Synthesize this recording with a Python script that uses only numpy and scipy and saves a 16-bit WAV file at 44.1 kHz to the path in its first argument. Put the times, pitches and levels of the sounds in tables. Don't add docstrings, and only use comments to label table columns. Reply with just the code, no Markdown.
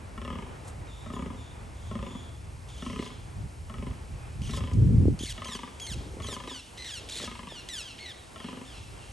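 import sys
import numpy as np
from scipy import signal
from scipy.fft import rfft, irfft, next_fast_len
from scipy.io import wavfile

SR = 44100
rng = np.random.default_rng(int(sys.argv[2]) if len(sys.argv) > 2 else 0)


def wav_out(sig):
    wavfile.write(sys.argv[1], SR, np.round(np.clip(np.atleast_2d(sig).T, -1, 1) * 32767).astype(np.int16))


N = 402191
TIME = np.arange(N) / SR
EDGE_HZ = 11850


def amp(db):
    return 10 ** (np.asarray(db) / 20)


def evened(x):
    return x / np.sqrt(np.mean(x ** 2) + 1e-20)


def read(points, hz):
    f, value = np.transpose(points)
    return np.interp(np.log(hz + 1), np.log(f + 1), value)


def add(mix, s, sound):
    part = mix[max(round(s * SR), 0):][:len(sound)]
    part += sound[:len(part)]


def colour(x, gain):
    n = x.shape[-1]
    size = next_fast_len(n + 1000)
    spectrum = rfft(x, size) * gain(np.fft.rfftfreq(size, 1 / SR))
    return irfft(spectrum, size)[..., :n]


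def wander(n, hz):
    return evened(colour(rng.standard_normal(n), lambda f: np.exp(-(f / hz) ** 2)))


def band_level(x, low_hz, high_hz):
    return np.std(colour(x, lambda f: (f > low_hz) & (f < high_hz)))


def field_noise(spectrum):
    # f/Hz, correlation [0-1]
    likeness = [(120, 0.89), (250, 0.61), (700, 0.016), (1800, 0.071), (2600, 0.75), (6000, 1),
                (9000, 0.98)]
    same = lambda f: np.clip(read(likeness, f), 0, .995)
    a, b = rng.standard_normal((2, N))
    mid = colour(a, lambda f: np.sqrt(1 + same(f)))
    side = colour(b, lambda f: np.sqrt(1 - same(f)))
    ports = np.array([mid + side, mid - side])
    return evened(colour(ports, lambda f: amp(read(spectrum, f))))


def rumble_and_gusts(gust_from_db=-36, gust_full_db=-24, waver_db=0.97):
    # f/Hz, density level/dB
    rumble_spectrum = [(20, -43), (45, -2.5), (70, 0), (115, -4.5), (150, -11.5), (200, -20), (400, -33),
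                       (800, -70)]
    gust_spectrum = [(20, -40), (55, -4), (105, -1.5), (160, -7), (250, -15), (330, -23.5), (520, -33.5),
                     (700, -56), (1200, -87)]
    # t/s, level/dB
    background = [(0, -41.5), (2.4, -42.5), (4.3, -40.5), (5.2, -38.5), (5.7, -51), (6.2, -40.5),
                  (6.7, -52.5), (7.2, -46.5), (8.1, -54.5), (9.12, -46)]
    # t/s of the centre, length/s, level/dB
    gusts = [(3.416, .16, -35.5), (3.852, 0.22, -36), (4.13, 0.093, -37.5), (4.52, 0.4, -34),
             (4.939, 0.49, -19), (5.961, .16, -37), (8.865, 0.26, -45.5)]
    ramp = .45
    power = amp(np.interp(TIME, *np.transpose(background)) + waver_db * wander(N, 4.9)) ** 2
    for s, length, peak_db in gusts:
        envelope = amp(peak_db) * signal.windows.tukey(int(length * SR), ramp)
        add(power, s - length / 2, envelope ** 2)
    db = 10 * np.log10(power)
    push = np.clip((db - gust_from_db) / (gust_full_db - gust_from_db), 0, 1)
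    rumble = field_noise(rumble_spectrum)
    buffeting = field_noise(gust_spectrum)
    rumble = rumble / band_level(rumble, 30, 135)
    buffeting = buffeting / band_level(buffeting, 30, 135)
    blend = np.sqrt(1 - push) * rumble + np.sqrt(push) * buffeting
    return amp(db) * blend


def wash_and_hiss(split_hz=2800, waver_db=1.6):
    # f/Hz, density level/dB
    noise_spectrum = [(100, -11.5), (200, -6.5), (350, -6.5), (600, -9), (900, -8.5), (1600, -16.5),
                      (2400, -18.5), (3600, -27), (7000, -29), (11000, -26)]
    # t/s, low wash level/dB before the waver, high hiss level/dB
    levels = [(0, -51, -62.5), (1.6, -52, -62.5), (2.5, -53.5, -62), (5.1, -53.5, -60.5), (6.6, -53.5, -58),
              (8.1, -55, -59), (9.12, -53, -58)]
    s, low_db, high_db = np.transpose(levels)
    noise = field_noise(noise_spectrum)
    wash = colour(noise, lambda f: 1 / (1 + (f / split_hz) ** 4))
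    hiss = noise - wash
    wash = wash / band_level(wash, 400, 1600)
    hiss = hiss / band_level(hiss, 4500, 9500)
    wash_gain = amp(np.interp(TIME, s, low_db) + waver_db * wander(N, 6))
    return wash * wash_gain + hiss * amp(np.interp(TIME, s, high_db))


def slaps(length, top_hz, top_s, push_s):
    slack_hz = 23.3
    release_s, release_db = 0.091, -11
    t = np.arange(int(length * SR)) / SR
    rate = slack_hz + (top_hz - slack_hz) * np.exp(-((t - top_s) / push_s) ** 2)
    turns = np.cumsum(rate) / SR
    times = np.interp(np.arange(int(turns[-1]) + 1), turns, t)
    return zip(times, release_db * np.clip(1 - (length - times) / release_s, 0, 1))


def buck(rasp=0.058, rasp_s=0.0068, grit=.012, grit_s=0.026, scatter=0.016, shimmer_db=1.53):
    # f/Hz larynx up, f/Hz larynx pulled down, width/Hz, level/dB
    throat = [(191, 186, 54, 6), (229, 258, 26.4, 2.5), (395, 402, 34, -4), (656, 516, 50, -6),
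              (1132, 983, 37, -2.5), (1380, 1180, 54, -3.5), (1877, 1670, 52, -12), (1970, 2000, 53, -13),
              (2330, 2170, 56, -11), (2935, 2520, 67, -12), (3000, 2880, 100, -7), (3540, 3175, 160, -4),
              (5600, 5200, 810, -12), (8700, 8100, 1100, -13)]
    # t/s, length/s, top pulse rate f/Hz, t/s of the top within the groan, width of the push/s,
    # strength level/dB, chest level/dB, treble level/dB, throat tuning [factor]
    groans = [(0.178, .3, 40.23, 0.13, .078, -34, -1.5, -3, 0.99),
              (1.062, 0.29, 36.46, 0.11, 0.06, -35, 2, -6.5, 0.99),
              (1.913, 0.27, 27.97, 0.089, 0.056, -36, 2.5, -5, 0.98),
              (2.824, 0.31, 33.53, 0.13, 0.083, -36.5, 2.5, 1, .99),
              (3.698, 0.24, 24.27, 0.12, 0.027, -39, 1, -1, 1),
              (4.494, 0.26, 31.73, 0.12, .059, -36, 2.5, -0.5, 1),
              (5.379, .335, 33.44, .112, .06, -33, -8, -2, 0.99),
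              (6.202, 0.39, 27.63, 0.22, 0.11, -35, -7, -1.5, 1),
              (7.2, 0.357, 26.13, .071, .255, -36.5, -7, -0.5, 0.98),
              (8.36, 0.28, 24.01, 0.056, 0.064, -38, 1, 1.5, .99)]
    # f/Hz, level/dB
    groan_colour = [(50, -18), (130, 1), (200, 0), (560, 0.5), (760, 6), (1000, -2.5), (1350, -0.5),
                    (1530, -8.5), (1750, 0.5), (3600, 0), (4200, 5), (9000, 9)]
    pull_s, pull_lead_s = 0.13, 0.038
    out, t = np.zeros(N), np.arange(4000) / SR
    up_hz, down_hz, width, mode_db = np.transpose(throat)
    sign = (-1) ** np.arange(len(throat))
    decay = np.exp(-np.pi * width[:, None] * t)
    for start, length, top_hz, top_s, push_s, db, chest_db, treble_db, tuning in groans:
        for s, fade_db in slaps(length, top_hz, top_s, push_s):
            larynx_up = np.exp(-(s + pull_lead_s) / pull_s)
            hz = tuning * (down_hz + (up_hz - down_hz) * larynx_up)
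            hz = hz * (1 + scatter * rng.standard_normal(len(throat)))
            tilt_db = read([(280, chest_db), (1000, 0), (3000, treble_db)], hz)
            gain = sign * amp(mode_db + tilt_db)
            cycles = hz[:, None] * t
            build = 1 - np.exp(-cycles)
            ring = gain @ (decay * build * np.sin(2 * np.pi * cycles))
            breath = rasp * np.exp(-t / rasp_s) + grit * np.exp(-t / grit_s)
            slap = rng.standard_normal(len(t)) * breath
            slap[0] += 1
            strength = amp(db + fade_db + shimmer_db * rng.standard_normal())
            add(out, start + s - .001, strength * signal.fftconvolve(slap, ring)[:len(t)])
    return colour(out, lambda f: amp(read(groan_colour, f)))


def trees(x, build_s=0.037, spread=0.15):
    # f/Hz, decay time t60/s
    wood = [(150, 0.57), (1000, 0.34), (3300, 0.75), (10000, 0.31)]
    taps = rng.standard_normal((2, SR)) * (rng.random((2, SR)) < .1)
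    hz, t, z = signal.stft(taps, SR, nperseg=256)
    z = z * amp(-60 * t / read(wood, hz)[:, None]) * (1 - np.exp(-t / build_s))
    mid, side = signal.istft(z, SR, nperseg=256)[1]
    tail = np.array([mid + spread * side, mid - spread * side])
    return signal.fftconvolve(x[None], tail / np.linalg.norm(tail[0]), axes=1)[:, :N]


def caw(length, first_hz, last_hz, lateness, db, rough, tilt_db):
    # f/Hz, level/dB
    beak_curve = [(1200, -17.5), (2000, -3), (3200, 1), (4200, -1), (5200, -3.5), (6600, -6), (8200, -8.5),
                  (10000, -9), (12000, -9)]
    doubling_curve = [(.2, 0.1), (.45, 0.75)]
    scoop, scoop_s = .4, .006
    warble, warble_hz, bend = .11, 170, 0.01245
    burst = 0.77
    t = np.arange(int(length * SR)) / SR
    u = t / t[-1]
    opening = np.exp(-(t / scoop_s) ** 2)
    pitch = first_hz * (last_hz / first_hz) ** (u ** lateness) * (1 - scoop * opening)
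    slow_bend = bend * wander(len(t), 34.6)
    fast_warble = warble * rough ** 2 * wander(len(t), warble_hz)
    pitch = abs(pitch * (1 + slow_bend + fast_warble))
    doubling = np.interp(np.log2(first_hz / last_hz), *np.transpose(doubling_curve))
    half_turn = np.pi * np.cumsum(pitch) / SR
    k = np.arange(1, 9)[:, None]
    line_hz = k * pitch / 2
    beak = lambda f: amp(read(beak_curve, f) + tilt_db * np.log2(np.maximum(f / 3500, 1)))
    lines = beak(line_hz) * np.where(k % 2, doubling, 1) * (line_hz < EDGE_HZ)
    tone = evened((lines * np.sin(k * half_turn)).sum(0))
    rasp = evened(colour(rng.standard_normal(len(t)), beak))
    flutter = amp(2.07 * wander(len(t), 180))
    voice = evened(tone + (rough + burst * opening) * rasp) * flutter
    swell = np.interp(u, [0, .08, .75, 1], [0.85, 0.84, 1.165, 0.49])
    return amp(db) * voice * swell * signal.windows.tukey(len(t), .06)


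def jackdaws(direct_db=-.5, near_echo_db=-13, far_echo_db=1):
    # t/s, held note length/s, fall length/s, top f/Hz, last f/Hz, lateness of the fall [power],
    # level/dB as heard, faint for far birds, roughness [0-1], treble tilt above 3500 Hz [dB/octave]
    calls = [(.361, 0.0091, 0.29, 2150, 1970, 0.75, -71, 0.75, -30),
             (.869, 0, .065, 3870, 3350, 1.03, -57.5, 0.2, -3),
             (.946, 0, 0.095, 4090, 3330, 0.94, -62, .4, 2),
             (1.122, 0.0041, 0.039, 3790, 3220, 1.14, -52.5, .4, 4),
             (1.355, 0.003, 0.083, 3810, 3260, 0.96, -60, 0.32, -1),
             (1.748, 0, .16, 3800, 3200, 0.97, -61, 0.72, 2.5),
             (2.003, 0.0034, 0.22, 3570, 3346, 0.9, -58, .45, 0),
             (2.679, .295, .12, 4190, 3180, 0.78, -49.5, 0.83, 0.5),
             (4.114, 0.0084, 0.18, 2610, 2390, 1, -67.5, 0.5, -20),
             (4.416, 0.09, 0.092, 4220, 3020, .9, -43, .77, 1.5),
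             (5.189, 0.065, 0.074, 4430, 2700, 2.06, -37, 0.73, 3),
             (5.444, 0.037, 0.095, 4400, 2890, .95, -40.5, 0.44, 0.5),
             (5.797, .068, 0.082, 4433, 2520, 1.6, -38.7, 0.34, 2.5),
             (6.22, 0.047, 0.095, 4460, 2960, 0.98, -40.7, 0.44, 1.8),
             (6.472, 0.0011, .14, 4160, 2648, 0.81, -42.5, 0.37, -2.5),
             (6.769, 0.0025, 0.15, 4090, 2330, 3.8, -42.5, .45, -4.5),
             (6.839, 0.0037, .16, 4650, 2567, 0.92, -41, 0.29, -.5),
             (7.088, 0.0065, .112, 4070, 3730, 3.3, -38.5, 0.9, 1),
             (7.182, 0, 0.095, 4210, 2460, 1.8, -39, .8, 0), (7.484, 0, .14, 3875, 2560, 0.9, -46, 0.3, -7),
             (7.685, 0, .15, 4340, 2440, 1.05, -38.5, 0.26, 0.5),
             (7.815, 0.0035, .12, 3504, 2510, 1.1, -46.5, 0.21, -6),
             (7.981, 0.0056, 0.14, 4320, 3016, 3.5, -43.5, 0.45, -11),
             (8.376, 0, .13, 3490, 2590, .9, -52.5, 0.52, -12),
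             (8.649, 0, .16, 3750, 2490, 0.93, -53, 0.43, -5),
             (8.951, 0, 0.1, 3400, 2520, 0.94, -60, 0.42, -11)]
    held_from, held_to, held_db = .785, .69, -2
    overlap_s = .005
    direct, sent = np.zeros((2, N))
    for s, held_s, fall_s, top_hz, last_hz, lateness, db, rough, tilt_db in calls:
        notes = [(s + held_s, caw(fall_s, top_hz, last_hz, lateness, db, rough, tilt_db))]
        if held_s > overlap_s:
            held = caw(held_s + overlap_s, held_from * top_hz, held_to * top_hz, 1,
                       db + held_db, rough, tilt_db)
            notes.append((s, held))
        echo_db = np.interp(db, [-60, -43], [far_echo_db, near_echo_db])
        for start, note in notes:
            add(direct, start, note)
            add(sent, start, amp(echo_db) * note)
    return amp(direct_db) * direct + trees(sent, spread=0.23)


def handling(lumpy_db=3.5):
    # t/s, level/dB, f/Hz
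    thumps = [(2.999, -21, 282), (4.418, -23, 139.1), (5.057, -13.5, 280), (5.084, -9.5, 260),
              (5.21, -25.5, 230), (5.236, -24.5, 274), (5.916, -30, 159.9), (5.975, -34, 201),
              (6.01, -32.5, 330), (6.171, -31.5, 383), (6.288, -29.5, 354), (7.24, -27.5, 379.9),
              (7.524, -31, 555)]
    # t/s, length/s, level/dB, centre f/Hz, width [octaves]
    brushes = [(0.637, 0.084, -49.5, 11100, 1), (0.638, 0.07, -56.5, 895, 0.26),
               (4.732, 0.014, -50, 6505, 0.8), (5.858, 0.44, -47.5, 255, 0.79),
               (6.249, 0.302, -49, 336, 0.86), (6.947, 0.37, -52, 379, 0.73)]
    out, t = np.zeros(N), np.arange(2000) / SR
    for s, db, hz in thumps:
        cycles = hz * t
        envelope = (2 * cycles * np.exp(1 - 2 * cycles)) ** 2
        add(out, s - .002, amp(db) * np.sin(2 * np.pi * cycles) * envelope)
    for s, length, db, hz, octaves in brushes:
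        n = int(length * SR)
        band = lambda f: np.exp(-(np.log2((f + 1) / hz) / octaves) ** 2 / 2)
        rub = colour(rng.standard_normal(n), band)
        lumpy = evened(rub * amp(lumpy_db * wander(n, 50)))
        add(out, s, amp(db) * lumpy * signal.windows.tukey(n, .5))
    return out


def scene(buck_echo_db=-9, buck_side_db=3.0):
    groans = buck()
    sides = np.array([[1], [-1]])
    lean = lambda f: amp(sides * read([(400, 0), (1200, buck_side_db), (2500, 0)], f))
    echo = trees(groans, build_s=0.013, spread=0.63)
    deer = colour(groans, lean) + amp(buck_echo_db) * echo
    return rumble_and_gusts() + wash_and_hiss() + deer + jackdaws() + handling()


def record(dry):
    # f/Hz, lead of the left [rad]
    ports = [(2200, 0), (3200, .6), (5000, .4), (6500, .1), (8850, 0), (9250, -1.4), (10250, -3.14),
             (11000, -4.6), (11650, -6.28)]
    # f/Hz, level/dB
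    microphone = [(10700, -0.5), (11300, -6), (12000, -32.5)]
    sides = np.array([[1], [-1]])
    phase = lambda f: np.exp(.5j * sides * read(ports, f))
    heard = colour(dry, lambda f: amp(read(microphone, f)) * phase(f))
    low_pass = signal.firwin(511, EDGE_HZ, window=("kaiser", 9), fs=SR)
    return signal.oaconvolve(heard, low_pass[None], "same")


dry = scene()
out = record(dry)
wav_out(out)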